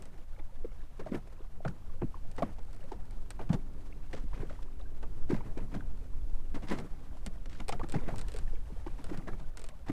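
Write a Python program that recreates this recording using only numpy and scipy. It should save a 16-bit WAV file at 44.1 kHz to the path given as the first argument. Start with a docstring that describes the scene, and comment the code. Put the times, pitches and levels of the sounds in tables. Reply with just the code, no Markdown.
"""Small waves slap a plastic hull: each traps air pockets that thud and ring, then breaks into spray and bubbles.
Pockets and bubbles are short gliding sines; splash and hiss bursts, spray and wash are ragged coloured noise.
A few fizzy bursts near 7.5-7.7 s are fishing line or reel rubbing; the reel's pawl ticks through resonances.
Wind buffets the microphone as low noise, a small motor hums for a while as a sum of shaft orders,
and a preamplifier hisses faintly throughout."""
import sys
import numpy as np
from scipy.fft import rfft, irfft, next_fast_len
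from scipy.io import wavfile
from scipy.ndimage import map_coordinates

SR = 44100
rng = np.random.default_rng(int(sys.argv[2]) if len(sys.argv) > 2 else 0)


def file_out(sig):
    """Save sig as 16-bit WAV at sys.argv[1]."""
    # one column per channel
    cols = np.atleast_2d(sig).T
    # limit, then scale
    lim = np.clip(cols, -1, 1)
    pcm = np.round(lim * 32767).astype(np.int16)
    wavfile.write(sys.argv[1], SR, pcm)


N = 437457  # samples


def amp(db):
    """Decibels to gain."""
    return 10 ** (np.asarray(db) / 20)


def unit(x):
    """Scale to rms 1."""
    return x / np.sqrt(np.mean(x ** 2) + 1e-20)


def curves(rows):
    """One value per sample for each column after the time."""
    time_s, *columns = np.transpose(rows)
    return [np.interp(np.arange(N) / SR, time_s, column) for column in columns]


def wobble(rate_hz):
    """Smooth random curve with rate_hz knots per second."""
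    knots = rng.standard_normal(int(N * rate_hz / SR) + 4)
    return map_coordinates(knots, [np.arange(N) * rate_hz / SR])


def filtered(x, response):
    """Multiply the spectrum of x by a complex response of frequency."""
    size = next_fast_len(N + SR // 2)
    spectrum = rfft(x, size) * response(np.fft.rfftfreq(size, 1 / SR))
    return irfft(spectrum, size)[..., :N]


def noise(spectrum):
    """Noise of rms 1 coloured by (Hz, dB) points, joined on a log frequency axis."""
    freq_hz, db = np.transpose(spectrum)
    colour = lambda hz: amp(np.interp(np.log(hz + 1), np.log(freq_hz + 1), db))
    return unit(filtered(rng.standard_normal(N), colour))


def resonances(modes):
    """Causal response of parallel band-pass resonances with alternating sign."""
    def response(f):
        total = 0
        for k, (centre, width, db) in enumerate(modes):
            damping = 1j * f * width
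            total = total + (-1) ** k * amp(db) * damping / (centre ** 2 - f ** 2 + damping)
        return total
    return response


def lay(start_s, shapes):
    """Sum rows of short sounds at their start times."""
    first = np.round(np.asarray(start_s) * SR).astype(int)
    at = first[:, None] + np.arange(shapes.shape[1])
    return np.bincount(np.clip(at, 0, None).ravel(), shapes.ravel(), N + 2 * SR)[:N]


def swell(db, rise_s, size):
    """Envelope rows u*exp(1-u): up to a peak after about one rise time, then a decay at the same pace."""
    u = np.arange(size) / SR / (np.abs(rise_s)[:, None] + 1e-4)
    return amp(db)[:, None] * u * np.exp(1 - u)


def rings(start_s, db, hz, rise_s, glide, size):
    """Air bubbles: swelling sines whose pitch glides while they ring."""
    t = np.arange(size) / SR
    bend = np.reshape(glide, (-1, 1)) * t / (np.abs(rise_s)[:, None] + 1e-4)
    phase = 2 * np.pi * hz[:, None] * t * (1 + bend)
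    return lay(start_s, swell(db, rise_s, size) * np.sin(phase))


# wind buffeting: time_s, level_db
WIND_LEVEL = [(0, -41.5), (0.45, -33.5), (1.0, -40), (1.5, -37), (2.1, -32.5), (2.7, -35), (3.2, -29.5),
              (3.7, -36.5), (4.2, -26.5), (4.7, -33.5), (5.2, -28), (5.8, -30), (6.3, -29), (6.8, -34),
              (7.3, -33), (8.2, -28), (9.1, -30.5), (9.92, -37.5)]
# buffet spectrum: freq_hz, relative_db
WIND_SPECTRUM = [(2, 0), (14, 1), (25, -10), (62, -20), (86, -28), (160, -44), (400, -75)]


def wind():
    """Turbulence at the microphone port: slow pressure lumps, heard as uneven low noise."""
    buffet_db, = curves(WIND_LEVEL)
    return amp(buffet_db) * unit(amp(1.36 * wobble(2.89)) * noise(WIND_SPECTRUM))


# water along the hull: time_s, gurgle_db, spray_db
WASH_LEVELS = [(0, -52, -62.5), (0.3, -65.5, -64.5), (1.8, -58.5, -65), (2.7, -57.5, -63.5),
               (3.7, -54.5, -64.5), (4.5, -62, -62.5), (4.9, -59, -64), (5.7, -47.5, -65),
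               (6.3, -60, -65.5), (7.1, -57, -61), (7.5, -57.5, -65), (8.2, -49, -59.5), (8.7, -61, -61),
               (9.2, -52.5, -59.5), (9.7, -60.5, -65)]
# low water noise, also in splashes: freq_hz, relative_db
GURGLE_SPECTRUM = [(50, -52), (90, 6.5), (170, 2), (350, -8.5), (700, -18.5), (1500, -27), (4000, -43)]
# thin spray: freq_hz, relative_db
SPRAY_SPECTRUM = [(200, -43), (500, 4.5), (1000, 0.5), (2000, -7.5), (6000, -15), (12000, -18.5),
                  (16000, -63)]
DROPS_GROW = 1.24  # dB of droplet level per dB of spray
BUBBLE_CYCLES = 1.4  # median rise of droplets and splash bubbles, in cycles


def wash(count=3200):
    """Water sliding along the hull: a gurgle and thin spray, strewn with droplets and small spatters."""
    gurgle_db, spray_db = curves(WASH_LEVELS)
    out = amp(gurgle_db + 2.14 * wobble(25)) * noise(GURGLE_SPECTRUM)
    out += amp(spray_db - 3.5 + 1.8 * wobble(45)) * noise(SPRAY_SPECTRUM)

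    place, chance = rng.random((2, count))
    pitch_dev, rise_dev = rng.standard_normal((2, count))
    at = (place * N).astype(int)
    hz = np.clip(1600 * np.exp(0.784 * pitch_dev), 250, 10000)
    # droplets come in clumps; few are loud, higher ones are fainter
    mean_db = spray_db.mean()
    db = mean_db + DROPS_GROW * (spray_db[at] - mean_db) - 8
    db += 3 * wobble(25)[at] - 4 * np.log(chance + 0.053) - 4 * np.log2(hz / 1600)
    rise_s = BUBBLE_CYCLES * np.exp(0.5 * rise_dev) / hz
    out += rings(at / SR, db, hz, rise_s, 0.0077, size=1200)

    # one droplet in twelve also gives a short burst of spray
    few = slice(0, count // 12)
    spatter_db = spray_db[at[few]] - 7 - 4 * np.log(chance[few] + 0.1)
    spatter_rise_s = 0.002 * np.exp(0.4 * rise_dev[few])
    spatter = lay(at[few] / SR, swell(spatter_db, spatter_rise_s, size=1500))
    return out + spatter * noise(SPRAY_SPECTRUM)


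# single pawl ticks: start_s, level_db
SINGLE_TICKS = [(0.0228, -45.5), (0.0556, -50), (2.315, -48.5), (2.365, -50), (3.3054, -35.5), (6.801, -47),
                (7.2632, -32.5), (7.6829, -33.5), (7.6918, -29), (7.888, -43.5), (7.897, -40),
                (7.9221, -35), (8.1595, -43), (8.1826, -37.5), (8.1928, -38), (8.2134, -38.5), (8.284, -40),
                (8.319, -43), (8.3402, -41.5), (8.363, -39), (8.3707, -45), (8.3872, -40), (9.0424, -40),
                (9.175, -43.5)]
# spool turns: start_s, tick_count, mean_gap_ms, mean_level_db
SPOOL_TURNS = [(2.632, 3, 19, -58), (2.7077, 3, 19, -55.5), (2.769, 3, 35, -56), (3.056, 2, 54, -55),
               (9.572, 6, 23.2, -40.5)]
TURN_JITTER, TURN_SCATTER_DB = 0.064, -2.5  # deviation as share of the gap; tick to tick


def pawl_ticks():
    """Times and levels of single ticks, and of rows of ticks while the spool turns."""
    rows = list(SINGLE_TICKS)
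    for start_s, ticks, gap_ms, db in SPOOL_TURNS:
        late, scatter = rng.standard_normal((round(ticks), 2)).T
        at_s = start_s + gap_ms / 1000 * (np.arange(len(late)) + TURN_JITTER * late)
        rows += list(zip(at_s, db + TURN_SCATTER_DB * scatter))
    return np.transpose(rows)


# pawl resonances: centre_hz, width_hz, gain_db
PAWL_MODES = [(4120, 830, -5), (5600, 690, -5.5), (8060, 1700, -1.5), (9340, 1800, -8), (12500, 1500, -18)]
# reel body resonances: centre_hz, width_hz, gain_db
REEL_MODES = [(444, 170, 7), (1480, 360, -0.5), (2250, 1450, -5)]


def reel():
    """Each tick is a sharp snap of the pawl and a short rattle in the reel body: decaying noise, resonated."""
    start_s, db = pawl_ticks()
    t = np.arange(900) / SR
    rattle = rng.standard_normal((2, len(start_s), len(t)))
    rattle[:, :, 0] = 6  # the blow itself, alike every time
    # each decay is -60 dB over the time in seconds
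    snap_decay = amp(-60 * t / 0.00083) + 0.87 * amp(-60 * t / 0.019)
    snap = lay(start_s, amp(db[:, None] - 0.5) * rattle[0] * snap_decay)
    knock = lay(start_s, amp(db[:, None] + 3.5 - 60 * t / 0.058) * rattle[1])
    return filtered(snap, resonances(PAWL_MODES)) + filtered(knock, resonances(REEL_MODES))


# bursts of splash and hiss: crests breaking on the hull, and near 7.5-7.7 s line or reel rubbing:
# start_s, level_db, base_rise_ms, fizz_over_level_db
BURSTS = [(0.385, -53.5, 5, -18), (0.645, -55, 3.5, -35), (0.992, -44, 5.9, -17), (1.056, -47, 9.6, -15),
          (1.115, -43, 8.4, -25), (1.142, -42.5, 6, -13), (1.647, -37.5, 3.7, -26), (1.677, -69, 3, 15.5),
          (2.016, -41, 1.85, -36), (2.379, -39, 4.8, -12), (2.421, -39, 4.4, -17), (2.44, -53.5, 18, -35),
          (2.583, -57, 2.8, -1), (2.917, -48, 4.1, -9.5), (3.39, -43, 3.9, -23), (3.411, -48, 4.1, -12),
          (3.492, -39.5, 2.9, -13.5), (3.528, -38, 5.1, -11.5), (4.128, -45, 5.8, -5),
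          (4.16, -50.5, 11, -8), (4.329, -47, 16.6, -15.5), (4.401, -45, 10.8, -26),
          (4.49, -53.5, 16.5, -9), (4.62, -64.5, 4.6, 4), (5.027, -45, 2.3, -15), (5.29, -38, 22, -18.5),
          (5.43, -51.5, 19, -31), (5.571, -44, 5, -12), (5.6, -54.5, 3.2, -8), (5.71, -50.5, 9.1, -17),
          (5.738, -45, 7.7, -12.5), (6.542, -41, 8.7, -14), (6.62, -45.5, 9.1, -14.5),
          (6.669, -43, 31, -10.5), (6.703, -38, 15, -32), (6.776, -46, 14, -18), (7.457, -55.5, 1.5, 7),
          (7.49, -62, 36, -0.5), (7.598, -47, 3.1, -11), (7.72, -41, 4.4, -3.5), (7.794, -44, 1.5, -35),
          (7.83, -44.5, 3.8, -11), (7.935, -38, 10.8, -16), (7.99, -47.5, 43, -30),
          (8.078, -46.5, 10.8, -18.5), (8.862, -46.5, 4.8, -14), (8.98, -53, 6.1, -12),
          (9.089, -44.5, 7, -20), (9.123, -45, 17, -23), (9.27, -41.5, 6.3, -15), (9.395, -56.5, 3.9, -6.5),
          (9.862, -48, 7, -14), (9.882, -40.5, 6.4, -15.5)]
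# burst body: freq_hz, relative_db
BURST_SPECTRUM = [(90, 3), (200, 19), (500, 7.5), (1000, 0), (2000, 0.5), (3200, -14), (6000, -23.5)]
# burst treble: freq_hz, relative_db
FIZZ_SPECTRUM = [(1500, 5.5), (3000, 3), (5000, -1), (8500, -7.5), (16000, -33)]
ROUND, SPREAD = 1.04, 1.114  # burst envelope: power of the swell, factor on the rise
TRAIL_S = 0.005  # added to the mean bubble delay


def splash_and_hiss_bursts(count=36):
    """Crests, or line or reel rubbing: ragged noise and fizz, with short gliding sines and a low gurgle tail."""
    start_s, db, rise_ms, fizz_db = np.transpose(BURSTS)
    rise_s = rise_ms / 1000
    burst = swell(0 * db, SPREAD * rise_s, size=6000) ** ROUND
    body = lay(start_s, amp(db - 4)[:, None] * burst)
    fizz = lay(start_s, amp(db + fizz_db)[:, None] * burst)
    drain = lay(start_s, swell(db - 7, rise_s + 0.019, size=12000))
    out = body * amp(4 * wobble(110)) * noise(BURST_SPECTRUM)
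    out += fizz * amp(4.3 * wobble(260)) * noise(FIZZ_SPECTRUM)
    out += drain * amp(4.8 * wobble(40)) * noise(GURGLE_SPECTRUM)

    # bubble-like sines start all through the swell and trail it; the later, the fainter
    pitch_dev, level_dev, rise_dev = rng.standard_normal((3, len(start_s), count))
    late = rng.gamma(2, 0.5, (len(start_s), count))  # mean 1
    hz = np.clip(1200 * np.exp(0.646 * pitch_dev), 200, 9000)
    bubble_db = db[:, None] - 10 - 3.3 * late + 3 * level_dev - 4 * np.log2(hz / 1300)
    bubble_s = start_s[:, None] + late * (2.2 * rise_s[:, None] + TRAIL_S)
    bubble_rise_s = BUBBLE_CYCLES * np.exp(0.5 * rise_dev) / hz
    return out + rings(bubble_s.ravel(), bubble_db.ravel(), hz.ravel(), bubble_rise_s.ravel(), 0.015, size=1500)


# air trapped by a wave: start_s, level_db, pitch_hz
AIR_POCKETS = [(0.394, -52.5, 2170), (0.645, -32, 427), (0.995, -37, 434), (1.063, -36, 710),
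               (1.118, -26, 237), (1.145, -28.5, 336), (1.405, -43, 373), (1.605, -43, 600),
               (1.65, -30, 627), (1.651, -35, 1350), (1.658, -30, 135), (1.678, -36.5, 1410),
               (1.69, -33.5, 154), (1.898, -49.5, 1130), (2.02, -27, 335), (2.027, -26.5, 131),
               (2.039, -28, 239), (2.143, -42, 1060), (2.382, -38.5, 810), (2.404, -41, 840),
               (2.422, -22, 590), (2.424, -43.5, 2390), (2.432, -27.5, 246), (2.917, -37, 830),
               (2.92, -34, 377), (3.393, -39, 835), (3.413, -39, 545), (3.502, -18.5, 143),
               (3.528, -34.5, 626), (3.543, -28, 171), (3.925, -47.5, 2260), (4.131, -39.5, 1890),
               (4.141, -30, 477), (4.238, -37.5, 184), (4.331, -44, 1020), (4.43, -34.5, 407),
               (4.497, -46, 1400), (4.505, -41.5, 580), (4.559, -55, 1290), (4.589, -50, 900),
               (4.812, -55, 3700), (5.3, -25, 285), (5.316, -25, 377), (5.318, -41, 1000),
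               (5.332, -23, 192), (5.407, -39, 950), (5.572, -32, 298), (5.575, -46, 436),
               (5.746, -37, 644), (5.762, -30.5, 166.4), (5.807, -45.5, 1530), (6.553, -32, 307),
               (6.708, -40, 1050), (6.718, -33, 407), (6.73, -30, 231), (6.816, -37.5, 222),
               (7.267, -36.5, 198), (7.552, -50, 1570), (7.6, -43.5, 2210), (7.694, -28, 805),
               (7.723, -36.5, 2220), (7.725, -32, 810), (7.798, -38, 860), (7.799, -39, 450),
               (7.814, -36.5, 990), (7.832, -33.5, 270), (7.833, -43, 1610), (7.94, -26.5, 262),
               (7.942, -39, 1350), (7.955, -24, 140), (7.97, -33, 235), (8.079, -34.5, 300),
               (8.088, -35, 705), (8.105, -39, 747), (8.14, -40, 864), (8.346, -38.5, 458),
               (8.477, -52, 1830), (8.533, -41.5, 470), (8.703, -43, 402), (8.723, -38.5, 187),
               (8.863, -39.5, 820), (8.866, -33, 332), (8.878, -45, 1080), (8.989, -50, 1040),
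               (9.114, -26.5, 288), (9.182, -33, 170), (9.278, -44.5, 1900), (9.281, -39.5, 1010),
               (9.286, -39.5, 270), (9.286, -41, 1600), (9.332, -46, 1270), (9.898, -23.5, 256)]
POCKET_RISE_MS, RISE_FALLS = 2.31, 0.47  # at 400 Hz; power of pitch by which smaller pockets ring shorter
SHED_DB, SHED_SPREAD, SHED_LATE = -8.5, 0.24, 2.494  # re pocket; log pitch scatter; mean delay in rises


def pockets(count=2):
    """Each trapped air pocket rings unevenly at the pitch of its size, then breaks into fainter ones near it."""
    start_s, db, hz = np.transpose(AIR_POCKETS)
    rise_s = POCKET_RISE_MS / 1000 * (400 / hz) ** RISE_FALLS
    glide = 0.01 * rng.standard_normal(len(start_s))
    out = rings(start_s, db, hz, rise_s, glide, size=5000)
    for _ in range(count):
        delay_s = 2 * SHED_LATE * rise_s * rng.random(len(start_s))
        shed_hz = hz * np.exp(SHED_SPREAD * rng.standard_normal(len(start_s)))
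        out += rings(start_s + delay_s, db + SHED_DB, shed_hz, rise_s, 0, size=5000)
    return out * amp(1.85 * wobble(300))


# motor shaft orders: multiple_of_shaft_rate, relative_db
SHAFT_ORDERS = [(2, -5), (3, 4.5), (5, -5), (6, 4.5), (7, 2.5), (9, 1), (10, -8.5)]
SHAFT_HZ, MOTOR_DB = 43.7, -69  # mean rate; level at 0 dB relative
MOTOR_ON_S, RUN_UP_S, MOTOR_OFF_S, FADE_DB_PER_S = 2.65, 0.55, 7.2, 9


def motor():
    """Shaft orders, each wavering in level; the hum swells in quickly and fades out slowly."""
    t = np.arange(N) / SR
    run_up = np.clip((t - MOTOR_ON_S) / RUN_UP_S, 0, 1) ** 2
    fade = amp(-FADE_DB_PER_S * np.clip(t - MOTOR_OFF_S, 0, None))
    turn = 2 * np.pi * np.cumsum(SHAFT_HZ * (1 + 0.0018 * wobble(3.02))) / SR
    hum = np.zeros(N)
    for multiple, db in SHAFT_ORDERS:
        start_phase = rng.uniform(0, 2 * np.pi)
        hum += amp(db + 3.1 * wobble(5)) * np.sin(multiple * turn + start_phase)
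    return amp(MOTOR_DB) * run_up * fade * hum


def scene():
    """Everything reaches one microphone."""
    return (wind() + wash() + reel() + splash_and_hiss_bursts() + pockets() + motor())[None]


# preamplifier hiss: freq_hz, relative_db
HISS_SPECTRUM = [(1500, 6), (4000, -12), (12000, 2), ]
TOP_HZ = 15400  # band limit


def record(dry):
    """The preamplifier hisses, the port dulls the highest treble and nothing passes above the band limit."""
    port = lambda hz: (hz < TOP_HZ) / (1 + (hz / 12500) ** 6)
    hiss = filtered(amp(-78.5) * noise(HISS_SPECTRUM), lambda hz: hz < TOP_HZ)
    return filtered(dry, port) + hiss


dry = scene()
out = record(dry)
file_out(out)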